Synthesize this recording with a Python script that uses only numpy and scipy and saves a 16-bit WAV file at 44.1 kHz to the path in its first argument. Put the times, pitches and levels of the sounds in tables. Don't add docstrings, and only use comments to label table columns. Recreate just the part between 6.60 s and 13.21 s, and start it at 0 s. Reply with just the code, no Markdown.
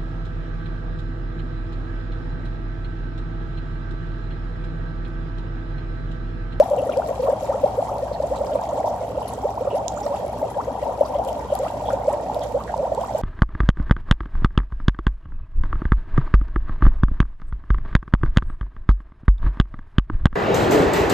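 import sys
import numpy as np
from scipy import signal
from scipy.fft import rfft, irfft, next_fast_len
from scipy.io import wavfile
from scipy.ndimage import uniform_filter1d

SR = 44100
rng = np.random.default_rng(int(sys.argv[2]) if len(sys.argv) > 2 else 0)


def digitize_waveform(pressure):
    field = np.atleast_2d(pressure).T
    bounded = np.clip(field, -1, 1)
    quanta = np.round(bounded * 32767).astype(np.int16)
    wavfile.write(sys.argv[1], SR, quanta)


N = 291677
TIME = np.arange(N) / SR

# f/Hz, level/dB
HUM = [(58.6, -43), (67.1, -51), (84, -57.5), (109.2, -46), (120, -51), (176, -55.5), (219.7, -54)]
# f/Hz, relative level/dB
AIR = [(20, -31), (45, -11), (60, 5.5), (115, 1.5), (200, 2.5), (320, -4.5), (700, -1), (2000, -37),
       (8000, -48), (16000, -86)]
# t/s (top of the swell), f/Hz, peak level/dB, swell/s, climb/(octaves/s)
GLUGS = [(0.005, 570, -1.4, 0.0095, 17), (0.024, 800, -16.0, 0.008, 15), (0.116, 560, -11.5, 0.008, 12),
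         (0.135, 560, -12.0, 0.006, 12), (0.167, 680, -15.0, 0.004, 55), (0.184, 500, -14.0, 0.012, 13),
         (0.23, 560, -17.0, 0.014, 33), (0.271, 520, -18.5, 0.008, 8), (0.295, 570, -13.0, 0.005, 11),
         (0.295, 1340, -6.5, 0.002, 15), (0.375, 520, -12.0, 0.012, 12), (0.398, 710, -5.5, 0.002, 27),
         (0.421, 1330, -7.5, 0.002, 55), (0.46, 620, -16.5, 0.006, 15), (0.494, 550, -17.5, 0.008, 50),
         (0.512, 570, -14.0, 0.006, 37), (0.6, 510, -12.5, 0.006, 0), (0.633, 510, -15.0, 0.014, 15),
         (0.651, 550, -14.5, 0.006, 0), (0.672, 1080, -13.0, 0.009, 18), (0.676, 650, -10.0, 0.003, 60),
         (0.685, 600, -7.0, 0.0025, 36), (0.692, 500, -9.5, 0.01, 18), (0.731, 550, -11.5, 0.005, 12),
         (0.831, 560, -18.5, 0.007, 29), (0.899, 560, -12.5, 0.01, 16), (0.913, 790, -17.0, 0.016, 27),
         (0.935, 1250, -14.0, 0.005, 15), (0.949, 500, -16.5, 0.011, 16), (1.041, 550, -6.0, 0.007, 18),
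         (1.186, 520, -11.5, 0.011, 21), (1.295, 1200, -16.0, 0.006, 25), (1.328, 640, -20.5, 0.02, 24),
         (1.357, 860, -18.5, 0.015, 34), (1.431, 540, -16.5, 0.009, 19), (1.517, 570, -16.5, 0.003, 4),
         (1.604, 580, -13.0, 0.004, 33), (1.642, 590, -14.0, 0.009, 20), (1.717, 520, -15.5, 0.012, 15),
         (1.742, 900, -19.0, 0.02, 26), (1.812, 540, -16.5, 0.011, 19), (1.921, 610, -15.0, 0.009, 6),
         (1.957, 590, -10.0, 0.003, 20), (2.093, 640, -14.5, 0.007, 15), (2.132, 570, -16.5, 0.007, 25),
         (2.186, 590, -18.0, 0.02, 28), (2.204, 800, -8.5, 0.002, 12), (2.247, 620, -12.5, 0.007, 26),
         (2.279, 860, -9.5, 0.002, 0), (2.322, 680, -19.0, 0.02, 36), (2.577, 550, -20.5, 0.02, 15),
         (2.619, 870, -11.5, 0.002, 60), (2.838, 840, -15.5, 0.004, 2), (2.846, 410, -12.0, 0.008, 22),
         (2.856, 570, -16.5, 0.009, 13), (2.979, 900, -12.0, 0.003, 45), (3.013, 490, -16.5, 0.009, 14),
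         (3.073, 1180, -15.0, 0.004, 30), (3.076, 540, -12.5, 0.005, 10), (3.133, 420, -14.0, 0.008, 20),
         (3.154, 590, -15.5, 0.017, 14), (3.376, 1280, -11.5, 0.005, 35), (3.415, 810, -15.5, 0.007, 2),
         (3.463, 570, -17.5, 0.01, 30), (3.464, 1180, -16.0, 0.004, 30), (3.514, 560, -18.0, 0.007, 3),
         (3.52, 940, -20.0, 0.02, 13), (3.645, 580, -16.5, 0.005, 3), (3.818, 850, -14.5, 0.003, 5),
         (3.831, 590, -11.5, 0.004, 29), (3.969, 540, -18.0, 0.005, 17), (3.99, 840, -11.5, 0.013, 23),
         (4.008, 1160, -15.0, 0.009, 45), (4.082, 510, -16.0, 0.008, 27), (4.23, 560, -18.0, 0.01, 23),
         (4.268, 870, -14.5, 0.006, 12), (4.295, 690, -19.5, 0.02, 24), (4.412, 580, -3.5, 0.003, 2),
         (4.421, 840, -11.0, 0.003, 45), (4.556, 570, -15.5, 0.005, 0), (4.601, 620, -17.0, 0.009, 39),
         (4.67, 540, -18.5, 0.006, 13), (4.927, 560, -10.5, 0.006, 23), (5.007, 530, -20.0, 0.012, 11),
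         (5.038, 600, -16.5, 0.02, 27), (5.067, 1250, -12.5, 0.006, 25), (5.288, 840, -9.0, 0.004, 47),
         (5.336, 550, -12.5, 0.006, 2), (5.484, 570, -7.0, 0.008, 25), (5.503, 780, -13.5, 0.007, 18),
         (5.533, 570, -17.0, 0.007, 3), (5.699, 830, -10.5, 0.002, 0), (5.766, 620, -11.5, 0.003, 0),
         (5.949, 520, -11.5, 0.008, 27), (5.964, 510, -16.0, 0.009, 12), (6.009, 1130, -16.0, 0.006, 30),
         (6.142, 860, -6.5, 0.002, 31), (6.198, 570, -16.5, 0.016, 12), (6.235, 510, -16.0, 0.008, 17),
         (6.323, 600, -11.0, 0.004, 30), (6.378, 860, -12.5, 0.005, 23), (6.382, 500, -18.0, 0.009, 16),
         (6.44, 1020, -13.0, 0.008, 52), (6.552, 600, -11.5, 0.005, 16)]
# f/Hz, level/dB
BOWL = [(250, -16), (370, -11.5), (470, -5), (570, 0), (700, -7), (850, -5), (1050, -12), (1350, -20),
        (1900, -35), (3000, -60)]
# t/s, level/dB
BOIL = [(0.05, -29), (0.51, -31), (1.31, -27.5), (1.56, -32), (2.0, -27.5), (2.72, -28.5), (3.4, -29.5),
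        (3.75, -29), (4.59, -28), (5.8, -27.5), (6.03, -33.5), (6.2, -29.5), (6.6, -28.5)]
# f/Hz, relative level/dB
CHURN = [(150, -41), (260, -11.5), (350, -18), (430, -8), (580, 3.5), (690, -3.5), (850, -2), (1100, -15.5),
         (1400, -27), (1900, -48), (3000, -40)]
# t/s, left minus right/dB
BEARING = [(0.05, 2.0), (1.98, -0.5), (2.13, -0.5), (3.44, -1), (4.17, 2.5), (5.91, -2), (6.6, -2)]
# t/s, level/dB
SPRAY = [(0.05, -52), (0.8, -50.5), (3.04, -54.5), (3.48, -52), (4.05, -52.5), (4.74, -51.5), (5.76, -52),
         (6.29, -53), (6.6, -52)]
# f/Hz, left level/dB, right level/dB
PORTS = [(900, 8, 11.5), (2180, 4, 1.5), (6170, -4.5, -2), (7800, -4, 1), (9050, -13, -15.5),
         (10160, 0.5, -12.5), (12150, -6, -15), (15700, -16, -19.5)]
# t/s, f/Hz, length/s, level/dB, left minus right/dB
PLINKS = [(0.177, 2800, 0.026, -47.5, 3), (0.319, 2950, 0.011, -44, -1), (0.334, 2430, 0.006, -40.5, -1),
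          (1.526, 4250, 0.027, -50.5, -7), (1.756, 3960, 0.025, -50.5, -2),
          (2.229, 2000, 0.00594, -46.5, 0), (2.625, 2950, 0.041, -53, -2), (2.68, 10700, 0.0085, -45.5, 16),
          (3.101, 2770, 0.048, -50, -1), (3.358, 7000, 0.051, -56.5, -22), (3.428, 5330, 0.024, -49.5, -6),
          (4.448, 4870, 0.029, -52.5, 2), (4.54, 3080, 0.057, -55, -5), (4.885, 3020, 0.05, -53.5, -3),
          (5.255, 3360, 0.047, -48.5, -2), (5.303, 1360, 0.0082, -33, 0), (5.814, 3450, 0.021, -47.5, 0),
          (6.076, 1650, 0.031, -42.5, -2)]
# t/s, peak level/dB, f/Hz, left minus right/dB
POPS = [(0.3724, -21, 4730, 15), (2.6795, -22, 10500, 12), (3.2817, -6, 6860, -26), (3.663, -28, 10500, 13),
        (3.681, -25, 10800, 11), (4.649, -23.5, 10300, 15), (4.7298, -21, 5550, 13),
        (4.9525, -13.5, 11200, 24), (4.963, -34, 13500, 12), (4.9902, -17.5, 7600, -4),
        (5.7455, -20.5, 3670, 4), (6.1776, -28, 8100, -10), (6.349, -22, 7800, -2)]

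TAPER = 1.24
SWELL_SKEW = 0.41
GLIDE_BEND, CLIMB_OCTAVES = 4., .95
SLOSH = .12
STIR, STIR_DELAY_S = .2, .03
SPRAY_SWING, SPRAY_PAN_DB = 1.6, -2.5
PORT_SPACING_S = 0.00041
ROOM_T60_S, ROOM_TREBLE_T60_S = 0.31, 0.15
TOP_HZ = 15800


def undb(db):
    return 10 ** (np.asarray(db) / 20)


def unit(x):
    return x / np.sqrt(np.mean(x ** 2))


def curve(table, axis):
    rows = np.array(table)
    return np.interp(TIME, rows[:, 0], rows[:, axis])


def sides(pan_db):
    return undb(np.array([[.5], [-.5]]) * pan_db)


def spread(sound, pan_db, lag_s):
    lag = min(int(abs(lag_s) * SR), 40)
    pair = np.zeros((2, len(sound) + lag))
    first = int(lag_s < 0)
    pair[first, :len(sound)] = sound
    pair[1 - first, lag:] = sound
    return pair * sides(pan_db)


def gain_at(hz, points_hz, points_db):
    return undb(np.interp(np.log(hz + 1e-9), np.log(points_hz), points_db))


def colour(x, points_hz, points_db):
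    size = next_fast_len(N + SR // 10)
    gain = gain_at(np.fft.rfftfreq(size, 1 / SR), points_hz, points_db)
    return irfft(rfft(x, size) * gain, size)[..., :N]


def walk(rate):
    hold = int(SR / rate)
    steps = np.repeat(rng.standard_normal(N // hold + 1), hold)
    return unit(uniform_filter1d(steps, hold)[:N])


def add(out, s, sound):
    start = int(s * SR)
    lo, hi = max(start, 0), min(start + sound.shape[-1], N)
    if hi > lo:
        out[..., lo:hi] += sound[..., lo - start:hi - start]


def ping(hz, cycles, glide=0., rise=0.45):
    age = np.arange(int(5 * cycles * SR / hz) + 2) * hz / SR
    tone = np.sin(2 * np.pi * age * (1 + glide * age / cycles / 2))
    return tone * np.exp(-age / cycles) * (1 - np.exp(-age / rise))


def background(air_db=-38.0, side_db=-13.5, waver_db=2.55, drift_hz=0.36):
    hum = np.zeros(N)
    for hz, db in HUM:
        level = undb(db + waver_db * walk(4)) * np.sqrt(2)
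        phase = 2 * np.pi * np.cumsum(hz + drift_hz * walk(5.05)) / SR
        hum += level * np.sin(phase)
    mid, side = unit(colour(rng.standard_normal((2, N)), *np.transpose(AIR)))
    return hum + undb(air_db) * (mid + undb(side_db) * side * np.array([[1], [-1]]))


def glugs(rows, level_db, spread_db=0.0, lag_s=0.00022, slosh=0.):
    out = np.zeros((2, N))
    for (s, hz, db, swell, glide), (turn, place) in zip(rows, rng.random((len(rows), 2))):
        t = np.arange(-3 * swell, 6 * swell, 1 / SR)
        bend = GLIDE_BEND * swell
        climb = np.minimum(glide * bend * np.expm1(t / bend), 2 * CLIMB_OCTAVES)
        pitch = hz * 2 ** climb
        afloat = np.exp(-(climb / CLIMB_OCTAVES) ** 4)
        width = swell * (1 + min(SWELL_SKEW, .8) * np.sign(t))
        resonance = gain_at(pitch * (1 + slosh * (2 * turn - 1)), *np.transpose(BOWL))
        fade_in = np.minimum((t - t[0]) / swell, 1)
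        envelope = resonance / np.cosh(TAPER * t / width) * fade_in
        tone = np.sin(2 * np.pi * (np.cumsum(pitch) / SR + turn))
        across = 2 * place - 1
        glug = undb(db + level_db) * envelope * afloat * tone
        add(out, s + t[0], spread(glug, spread_db * across, lag_s * across))
    return out


def lesser_glugs(count=140, low_hz=479.8, high_hz=1100.3, swell_s=.0065, swell_spread=0.4,
                 scatter_db=7.0, glide=22.03):
    when, size, haste = rng.random((count, 3)).T
    loud, slow = rng.standard_normal((count, 2)).clip(-2, 2).T
    times = (np.arange(count) + when) / count * N / SR
    pitches = low_hz * (high_hz / low_hz) ** size
    db = np.interp(times, *np.transpose(BOIL)) + scatter_db * np.minimum(loud, 1)
    swells = swell_s * np.exp(swell_spread * slow)
    return np.column_stack([times, pitches, db, swells, glide * (.5 + haste)])


def churn(big, count=2600, cycles=4.175, glide=0.159, scatter_db=4.0, spread_db=-0.5,
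          lag_s=0.00011, level_db=0.1):
    out = np.zeros((2, N))
    chance = zip(rng.random((count, 2)), rng.standard_normal((count, 3)).clip(-2, 2))
    for k, ((when, height), (loud, ring, place)) in enumerate(chance):
        bubble = ping(220 + 1300 * height, cycles * np.exp(.3 * ring), glide)
        bubble = bubble / np.linalg.norm(bubble) * undb(scatter_db * min(loud, 1))
        add(out, (k + when) / count * N / SR, spread(bubble, spread_db * place, lag_s * place))
    wake = uniform_filter1d(np.abs(big[0]), SR // 40)
    late_wake = np.pad(wake, (int(STIR_DELAY_S * SR), 0))[:N]
    stirred = 1 + STIR * np.minimum(late_wake / wake.mean(), 3)
    crowd = unit(colour(out, *np.transpose(CHURN)) * stirred)
    return crowd * undb(curve(BOIL, axis=1) + level_db)


def ports(x):
    hz, left_db, right_db = np.transpose(PORTS)
    return np.array([colour(x[0], hz, left_db), colour(x[1], hz, right_db)])


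def fizz(count=8000, scatter_db=5.0, spread_db=10.5, crackle_db=-2.0, mist_db=-2.5,
         flurry_db=4.5, swell_db=0.93, level_db=3.0):
    out = np.zeros((2, N))
    strengths = np.minimum(rng.exponential(size=count), 3.8)
    for (when, pitch, place), strength in zip(rng.random((count, 3)), strengths):
        grain = ping(1500 + 14000 * pitch, 2.5)
        grain = grain / np.linalg.norm(grain) * undb(scatter_db * strength * np.sqrt(.3 + pitch))
        pan_db, lag_s = spread_db * (2 * place - 1), PORT_SPACING_S * (2 * place - .5)
        add(out, when * N / SR, spread(grain, pan_db, lag_s))
    crackle = unit(out * undb(flurry_db * walk(40)))
    mist = colour(rng.standard_normal((2, N)), [5000, 14000], [0, -4])
    spray = unit(ports(undb(crackle_db) * crackle + undb(mist_db) * mist))
    level = undb(curve(SPRAY, axis=1) + level_db + swell_db * walk(13))
    return spray * level * sides(SPRAY_PAN_DB + SPRAY_SWING * curve(BEARING, axis=1))


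def chirps(count=280, low_hz=1245.0, high_hz=3900.0, cycles=7.3, glide=0.082, scatter_db=2.0, level_db=-41.0):
    out = np.zeros((2, N))
    chance = zip(rng.random((count, 2)), rng.standard_normal((count, 2)).clip(-2, 2))
    for (when, height), (loud, place) in chance:
        hz = low_hz * (high_hz / low_hz) ** height
        chirp = ping(hz, cycles, glide) * undb(level_db + scatter_db * loud) * low_hz / hz
        add(out, when * N / SR, spread(chirp, 3 * place, PORT_SPACING_S * place / 2))
    return out


def plinks(rows, count=16, pitch_spread=0.039, ring_s=0.0025, least_cycles=5.1, droplet_ring=.45, glide=0.012):
    out = np.zeros((2, N))
    for s, hz, length, db, pan_db in rows:
        volley = np.zeros((2, SR // 5))
        room_left = volley.shape[1]
        cycles = least_cycles + hz * ring_s
        lead = ping(hz, cycles, glide, rise=cycles / 2)[:room_left]
        volley[:, :len(lead)] = lead
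        for when, (pitch, *loud) in zip(rng.random(count), rng.standard_normal((count, 3))):
            start = int(when * length * SR)
            tick = ping(hz * np.exp(pitch_spread * pitch), cycles * droplet_ring, glide)[:room_left - start]
            volley[:, start:start + len(tick)] += undb(3 * np.array(loud) - 6 * when)[:, None] * tick
        volley *= np.sqrt(2 * length * SR / np.sum(volley ** 2))
        add(out, s, volley * undb(db) * sides(pan_db))
    return out


def pops(rows, ring_s=0.0004, snap=1.3, level_db=-1.5):
    out, t = np.zeros((2, N)), np.arange(SR // 200) / SR
    bright = signal.butter(7, 3300, "high", fs=SR, output="sos")
    for s, db, hz, pan_db in rows:
        burst = np.sin(2 * np.pi * hz * t) + snap * rng.standard_normal(len(t))
        pop = signal.sosfilt(bright, burst * t * np.exp(-2 * t / ring_s))
        pan = sides(pan_db) / sides(pan_db).mean()
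        add(out, s, pop / np.abs(pop).max() * undb(db + level_db) * pan)
    return out


def faint_pops(count=260, low_hz=4340.0, high_hz=12600.0, scatter_db=4.0, over_spray_db=13.0, spread_db=19.0):
    when, height = rng.random((count, 2)).T
    times = when * N / SR
    extra_db = over_spray_db + scatter_db * np.minimum(rng.exponential(size=count), 3)
    db = np.interp(times, *np.transpose(SPRAY)) + extra_db
    pitches = low_hz * (high_hz / low_hz) ** height
    return np.column_stack([times, db, pitches, spread_db * rng.standard_normal(count)])


def room(x, early_db, late_db, early_s):
    t = np.arange(SR // 2) / SR
    early, low, high = rng.standard_normal((3, 2, len(t))) * (t > .0015)
    soft = signal.butter(1, 2000, fs=SR, output="sos")
    late = signal.sosfilt(soft, low) * undb(-60 * t / ROOM_T60_S)
    late += (high - signal.sosfilt(soft, high)) * undb(-60 * t / ROOM_TREBLE_T60_S)
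    early = early * np.exp(-t / early_s)
    early = undb(early_db) * early / np.linalg.norm(early, axis=1, keepdims=True)
    late = undb(late_db) * late / np.linalg.norm(late, axis=1, keepdims=True)
    mid, side = rfft(early + late)
    alike = np.sinc(2 * np.fft.rfftfreq(len(t), 1 / SR) * PORT_SPACING_S)
    mid, side = mid * np.sqrt((1 + alike) / 2), side * np.sqrt((1 - alike) / 2)
    response = irfft(mid + side * np.array([[1], [-1]]), len(t))
    return x + signal.fftconvolve(x, response[:, :-SR // 10], axes=1)[:, :N]


def scene():
    hum_and_air = background()
    big = room(glugs(GLUGS, level_db=0.6), early_db=-25., late_db=-23., early_s=0.0042)
    lesser = glugs(lesser_glugs(), level_db=2.5, spread_db=-1.0, lag_s=0.00037, slosh=SLOSH)
    small = room(churn(big) + lesser, early_db=-8.5, late_db=-13.0, early_s=0.0033)
    spray = room(fizz() + chirps() + plinks(PLINKS), early_db=-4.0, late_db=-6.0, early_s=0.0019)
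    snaps = room(ports(pops(POPS) + pops(faint_pops())), early_db=-16., late_db=-13., early_s=.004)
    return hum_and_air + (big + small) * sides(curve(BEARING, axis=1)) + spray + snaps


def record(dry):
    return signal.sosfilt(signal.ellip(8, .2, 70, TOP_HZ, fs=SR, output="sos"), dry)


dry = scene()
out = record(dry)
digitize_waveform(out)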